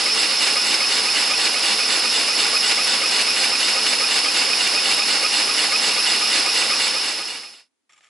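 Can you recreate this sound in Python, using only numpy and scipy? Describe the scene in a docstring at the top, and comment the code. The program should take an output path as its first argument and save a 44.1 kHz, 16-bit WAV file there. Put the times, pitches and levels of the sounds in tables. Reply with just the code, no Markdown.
"""Suction-driven toy engine

A two-cylinder toy engine of plastic bricks turns about four times a second on suction. Turbulent air rushes
steadily into the hose and swells through the ports; small cavities whistle as filtered noise. Valves and rods
knock as decaying sines at set crank angles, and a rod squeaks as a gliding tone. Body and room colour it all.
The engine fades out; after a short near-silence of faint hiss, the linkage rattles as struck modes."""
import sys
import numpy as np
from scipy import signal
from scipy.fft import rfft, irfft, next_fast_len
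from scipy.io import wavfile

SR = 44100
rng = np.random.default_rng(int(sys.argv[2]) if len(sys.argv) > 2 else 0)


def inscribe(sig):
    """Save sig as 16-bit PCM at rate SR to the path in sys.argv[1].

    A 1-D sig is mono; a 2-D sig holds one channel per row.
    Samples are clipped to [-1, 1] before scaling.
    """
    pcm = np.round(np.clip(np.atleast_2d(sig).T, -1, 1) * 32767)
    wavfile.write(sys.argv[1], SR, pcm.astype(np.int16))


N = 357077   # length [samples]
PAD = next_fast_len(N)
HZ = np.maximum(np.arange(PAD // 2 + 1) * SR / PAD, 1)   # frequency grid [Hz]


def from_db(db):
    """Level to amplitude: 20 dB is a factor of ten."""
    return 10 ** (np.asarray(db) / 20)


def rms_one(x):
    """Power normalisation: scale to unit rms."""
    return x / np.sqrt(np.mean(x ** 2) + 1e-20)


def over_hz(points):
    """Logarithmic frequency scale: interpolate a table's second column over log frequency."""
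    hz, value = np.transpose(points)
    return np.interp(np.log(HZ), np.log(hz), value)


def drift(rate_hz):
    """Random fluctuation: white noise through a two-pole low-pass, scaled to unit rms."""
    step = 40   # samples between computed values
    pole = np.exp(-2 * np.pi * rate_hz * step / SR)
    noise = rng.standard_normal(N // step + 2002)
    slow = signal.lfilter([1], [1, -2 * pole, pole ** 2], noise)[2000:]   # drop the filter's start
    return np.interp(np.arange(N) / step, np.arange(len(slow)), rms_one(slow))


def air(gain, alike):
    """Partial coherence: mid and side noise mixed to a set left-right correlation, shaped by gain; unit rms."""
    mid, side = rfft(rng.standard_normal((2, PAD))) * gain
    alike = np.clip(alike, 0, 1)
    common = np.sqrt(1 + alike) * mid
    opposed = np.sqrt(1 - alike) * side * [[1], [-1]]
    return rms_one(irfft(common + opposed, PAD)[:, :N])


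def resonance(hz, width_hz):
    """Simple resonance: gain 1 at the centre, falling by 3 dB at half the width to either side."""
    return 1 / np.sqrt(1 + (2 * (HZ - hz) / width_hz) ** 2)


def ring(clicks, hz, t60_s):
    """Damped oscillation: a unit click excites a sine of height 1 that falls 60 dB in t60."""
    radius, angle = from_db(-60 / (t60_s * SR)), 2 * np.pi * hz / SR
    return signal.lfilter([0, np.sin(angle)], [1, -2 * radius * np.cos(angle), radius ** 2], clicks + 1e-18)


def without_bass(x):
    """Inefficient radiation at long wavelengths: small parts radiate little bass."""
    return signal.sosfilt(signal.butter(2, 500, "high", fs=SR, output="sos"), x)


def from_angle(turns, centre):
    """Cyclic phase: signed distance in turns from the nearest passage of a crank angle."""
    return (turns - centre + .5) % 1 - .5


def bell(turns, centre, length):
    """Periodic modulation: a Gaussian swell once a turn, 1 on top."""
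    return np.exp(-.5 * (from_angle(turns, centre) / length) ** 2)


FIRST_TURN_S, TURNS_PER_S, SPEED_UP_PER_S = -.006, 4.047, .0064   # [s], [turns/s], [turns/s per s]


def crank():
    """Uniform angular acceleration: turns made at each sample, gaining speed slowly."""
    s = np.arange(N) / SR - FIRST_TURN_S
    return s * (TURNS_PER_S + SPEED_UP_PER_S * s / 2)


# Spectrum of the steady suction: (frequency [Hz], relative density [dB])
RUSH_SPECTRUM = [(18, -60.5), (30, -36), (60, -37), (129, -26), (306, -12.5), (540, -14.5), (626, -13.5),
                 (1220, -9.5), (1770, -11), (2830, -5), (3280, -7.5), (4630, -4.5), (5110, 1),
                 (6080, -14.5), (9030, -15), (11000, -10), (14300, -48), (22000, -120)]
RUSH_DB = -22


def rush(alike):
    """Turbulent flow noise: broadband noise with a slight wavering of level."""
    level = from_db(RUSH_DB + 0.33 * drift(26))
    return level * air(from_db(over_hz(RUSH_SPECTRUM)), alike)


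# Spectrum of air through the ports: (frequency [Hz], relative density [dB])
PORT_SPECTRUM = [(88, -50.5), (150, -23.5), (325, -9.5), (362, -15.5), (1790, -8), (2810, -2), (3240, -5.5),
                 (5080, -6.5), (6080, -12), (9030, -15), (11000, -15.5), (14300, -40), (22000, -120)]
# Three swells of air a turn: (centre [turns], length [turns], opening level [dB])
PORT_SWELLS = [(.3, 0.057, -4.5), (0.719, 0.072, -2.5), (.98, 0.11, 0.5)]
PORT_DB, LEAK_DB = -23.5, -16   # noise level; share that passes when the ports are shut


def ports(turns, alike):
    """Amplitude modulation of flow noise: hiss swells as the ports open, with turbulent flicker."""
    opening = from_db(LEAK_DB)
    for centre, length, db in PORT_SWELLS:
        opening = opening + from_db(db) * bell(turns, centre, length)
    level = from_db(PORT_DB + 1.5 * drift(40))
    return level * opening * air(from_db(over_hz(PORT_SPECTRUM)), alike)


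# Cavities blown for part of each turn:
# (centre [turns], length [turns], frequency [Hz], width of one resonance [Hz], mean level at the puff's top [dB])
CAVITIES = [(0.447, .04, 2490, 70, -31), (.74, 0.05, 2860, 240, -29), (.35, .3, 5200, 200, -27),
            (.82, 0.1, 3580, 320, -29.5), (.84, .08, 7800, 600, -33), (.85, 0.091, 9400, 150, -41),
            (.38, 0.06, 5230, 200, -27), (.58, 0.066, 5260, 250, -25), (.88, .09, 5050, 260, -26.5),
            (.05, 0.07, 5200, 280, -28.5), (.8, 0.18, 7400, 2000, -37.5), (.3, 0.048, 560, 150, -39),
            (.8, 0.087, 4320, 390, -31.5), (.78, .12, 2050, 300, -34), (.68, .06, 10000, 300, -40),
            (.52, .1, 5650, 400, -34)]


def whistles(turns, alike):
    """Cavity resonance: noise passes each resonance twice, blown in a puff whose strength wavers."""
    out = 0
    for centre, length, hz, width_hz, db in CAVITIES:
        strength = from_db(db + .8 * drift(7) + .8 * drift(60))
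        puff = strength * bell(turns, centre, length)
        out = out + puff * air(resonance(hz, width_hz) ** 2, alike)
    return out


# Contacts of valves and rods: (crank angle [turns], frequency [Hz], t60 [s], mean first-click level [dB])
CONTACTS = [(.285, 2180, 0.031, -20.5), (.32, 6120, .01, -35.5), (.435, 2518, 0.033, -16.5),
            (.435, 3160, 0.022, -25), (.755, 2868, 0.041, -20), (.98, 2326, 0.028, -18.5),
            (.99, 1676, 0.016, -24.5), (.99, 910, 0.022, -39)]
KNOCK_SPREAD_DB, KNOCK_JITTER_S = 2, .002
BOUNCE_S, BOUNCE_DB = 0.0054, -7.5   # median gap; mean level change per bounce


def knocks(turns):
    """Impact excitation: once a turn, early or late, harder or softer, with two bounces in a loose joint."""
    out, whole = np.zeros((2, N)), np.arange(int(turns[-1]))
    for angle, hz, t60_s, db in CONTACTS:
        chance = rng.standard_normal((len(whole), 9))
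        at = np.searchsorted(turns, whole + angle) + KNOCK_JITTER_S * SR * chance[:, 0]
        pan_db = chance[:, 1] * [[1], [-1]]
        clicks = np.zeros((2, N))
        for k in range(3):
            level_db = db + k * BOUNCE_DB + KNOCK_SPREAD_DB * chance[:, 2 + k]
            clicks[:, np.clip(at.astype(int), 0, N - 1)] = from_db(level_db + pan_db)
            at = at + BOUNCE_S * SR * np.exp(.4 * chance[:, 5 + k])
        out += ring(clicks, hz, t60_s)
    return without_bass(out)


# Rod squeak, once a turn: (centre [turns], length [turns], frequency [Hz], rise [Hz per turn],
# starting level [dB], octave level [dB])
ROD_SQUEAK = (0.36, 0.042, 1235, 800, -29, -29)
SQUEAK_GROWS_DB_PER_TURN = .1   # fundamental only


def squeak(turns):
    """Frequency modulation: an unsteady rising tone with its octave, harder on some turns than on others."""
    centre, length, hz, rise_hz, db, octave_db = ROD_SQUEAK
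    pitch_hz = hz * (1 + .012 * drift(80)) + rise_hz * from_angle(turns, centre)
    phase = 2 * np.pi * np.cumsum(pitch_hz) / SR
    fundamental = from_db(db + SQUEAK_GROWS_DB_PER_TURN * turns + 2 * drift(50)) * np.sin(phase)
    octave = from_db(octave_db + 2.5 * drift(50)) * np.sin(2 * phase)
    return (fundamental + octave) * bell(turns, centre, length) * from_db(1.2 * drift(3))


# Peaks and dips of hose, frame and room: (frequency [Hz], width [Hz], gain [dB])
BODY_RESONANCES = [(101, 13, 5), (118, 8.9, -1.5), (212, 30, 7), (333, 16, 4), (357, 18, -5),
                   (443.5, 27, 6.5), (525, 84, 4.5), (793, 87, 5), (1022, 27, 0.5), (1160, 22, 5),
                   (1478, 27, 5.5), (1640, 21, 0.5), (1942, 25, 2), (2840, 150, 3.5), (3236, 120, -7.5),
                   (4120, 160, -1.5), (4330, 200, 4), (5152, 22, 3.5), (8380, 100, 4.5), (9220, 440, -3),
                   (9730, 220, 1), (10840, 220, 5)]
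# Left channel over right: (frequency [Hz], level difference [dB])
LEFT_OVER_RIGHT = [(60, 0.0), (140, -0.5), (350, -0.5), (840, -1.5), (2020, -2.5), (4870, -2.0),
                   (11700, 0.5)]
# Phase of left ahead of right, negative where it lags: (frequency [Hz], phase [rad])
LEFT_PHASE_LEAD = [(0, 0), (5080, -0.0), (5510, 0.23), (6460, -0.16), (8180, -0.2), (8610, -0.73),
                   (10200, 0.17), (10500, -0.088), (11900, -0.1)]
ROOM_T60_S, ROOM_DB = .12, -12   # reflections: decay time; level against the direct sound


def surroundings():
    """Linear transfer function: body peaks and dips, left-right differences, a short dense tail of reflections."""
    body_db = sum(db * resonance(hz, width_hz) ** 2 for hz, width_hz, db in BODY_RESONANCES)
    decay = from_db(-60 * np.arange(SR // 4) / SR / ROOM_T60_S)
    tail = rng.standard_normal(SR // 4) * decay
    room = 1 + from_db(ROOM_DB) * rfft(tail / np.sqrt(np.sum(tail ** 2)), PAD)
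    # left leads or lags right in parts of the treble
    lead = np.exp(.5j * over_hz(LEFT_PHASE_LEAD) * [[1], [-1]])
    lean_db = over_hz(LEFT_OVER_RIGHT) / 2 * [[1], [-1]]
    return room * lead * from_db(body_db + lean_db)


# Spectrum of the faint steady hiss: (frequency [Hz], relative density [dB])
QUIET_SPECTRUM = [(35, -52), (60, -14), (182, -18.5), (259, 4), (367, -6), (1110, -12), (11000, -17.5),
                  (14300, -50.5), (22000, -120)]
QUIET_DB = -78.5


def quiet_hiss():
    """Stationary noise: a constant faint hiss, nearly independent on the two sides."""
    return from_db(QUIET_DB) * air(from_db(over_hz(QUIET_SPECTRUM)), .2)


# Louder ticks: (time [s], nominal level [dB], pitch near which the modes ring most [Hz])
LOUD_TICKS = [(7.896, -55, 2260), (7.907, -49, 3300), (7.922, -44, 7300), (7.932, -44, 5520),
              (7.935, -47, 2260), (7.961, -51, 3300), (7.976, -53, 2260), (7.987, -54, 7300),
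              (8.008, -45, 2600), (8.025, -59, 2600), (8.039, -49, 1800), (8.047, -54, 1230),
              (8.058, -51, 3300), (8.080, -52, 1230), (8.091, -50, 7300)]
# Modes of the linkage: (frequency [Hz], relative level [dB], t60 [s])
LINKAGE_MODES = [(850, -15, .025), (1230, -7, .05), (1800, -5, .012), (2260, 2, .009), (2900, -4, .008),
                 (3400, -3, .008), (4570, -12, .008), (5520, -9, .02), (6460, -10, .01), (7330, -5, .014),
                 (10200, -12, .008)]
RATTLE_FROM_S, RATTLE_PER_S = 7.893, 1600   # start; mean rate of small ticks
RATTLE_DB, RUB_DB = -66.5, -65.5   # small ticks before the mode levels; rubbing hiss


def rattle():
    """Modal excitation: loud and many small ticks ring the linkage's modes, over a rubbing hiss."""
    s, nominal_db, aim_hz = np.transpose(LOUD_TICKS)
    at, out = np.round(s * SR).astype(int), np.zeros((2, N))
    moving = np.arange(N) > RATTLE_FROM_S * SR
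    small = from_db(RATTLE_DB + 3.2 * drift(30)) * (rng.random(N) < RATTLE_PER_S / SR) * moving
    for hz, mode_db, t60_s in LINKAGE_MODES:
        shared = small * rng.standard_normal(N)
        clicks = shared + 0.4 * small * rng.standard_normal((2, N))
        aim_db = -7.0 * np.abs(np.log2(hz / aim_hz))   # modes far from the tick's pitch are struck less
        for late in (0, 40, 95):   # each tick is a short scrape of three contacts [samples]
            level_db = nominal_db + aim_db + rng.normal(-5.5, 1.3, (2, len(at)))
            clicks[:, at + late] += from_db(level_db) * rng.choice([-1, 1], len(at))
        out += from_db(mode_db) * ring(clicks, hz, t60_s)
    rub = from_db(RUB_DB) * moving * air(resonance(4000, 9000), 0.33)
    return without_bass(out) + rub


# Left-right likeness of the engine's air: (frequency [Hz], correlation [1])
AIR_LIKENESS = [(30, .8), (125, 0.97), (250, 0.99), (460, 0.97), (1030, 0.89), (1540, 0.84), (2310, 0.93),
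                (3470, 0.83), (5000, 0.87), (5600, 0.49), (6500, 0.69), (7800, .55), (9100, 0.34),
                (10000, .7), (11000, 0.89)]
PUFF_FOCUS = 0.25   # whistles come from small spots: share of the unlikeness that is left
FADE_FROM_S, FADE_TO_S = 6.643, 7.706


def scene():
    """Superposition: the engine fades out, the rattle follows, and a faint hiss lies under both."""
    turns, alike = crank(), over_hz(AIR_LIKENESS)
    engine = rush(alike) + ports(turns, alike)
    engine = engine + whistles(turns, 1 - PUFF_FOCUS * (1 - alike))
    engine = engine + knocks(turns) + squeak(turns)
    engine = irfft(rfft(engine, PAD) * surroundings(), PAD)[:, :N]
    fade_phase = np.interp(np.arange(N) / SR, [FADE_FROM_S, FADE_TO_S], [0, np.pi / 2])
    fade = np.cos(fade_phase) ** 2   # smooth, half a cosine period
    return fade * engine + quiet_hiss() + rattle()


MIC_LOW_HZ, CUTOFF_HZ = 60, 11030


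def record(dry):
    """Band limiting: the microphone drops the bass; the top is cut steeply."""
    thin = signal.sosfilt(signal.butter(1, MIC_LOW_HZ, "high", fs=SR, output="sos"), dry)
    return signal.sosfilt(signal.ellip(12, .5, 70, CUTOFF_HZ, fs=SR, output="sos"), thin)


dry = scene()
out = record(dry)
inscribe(out)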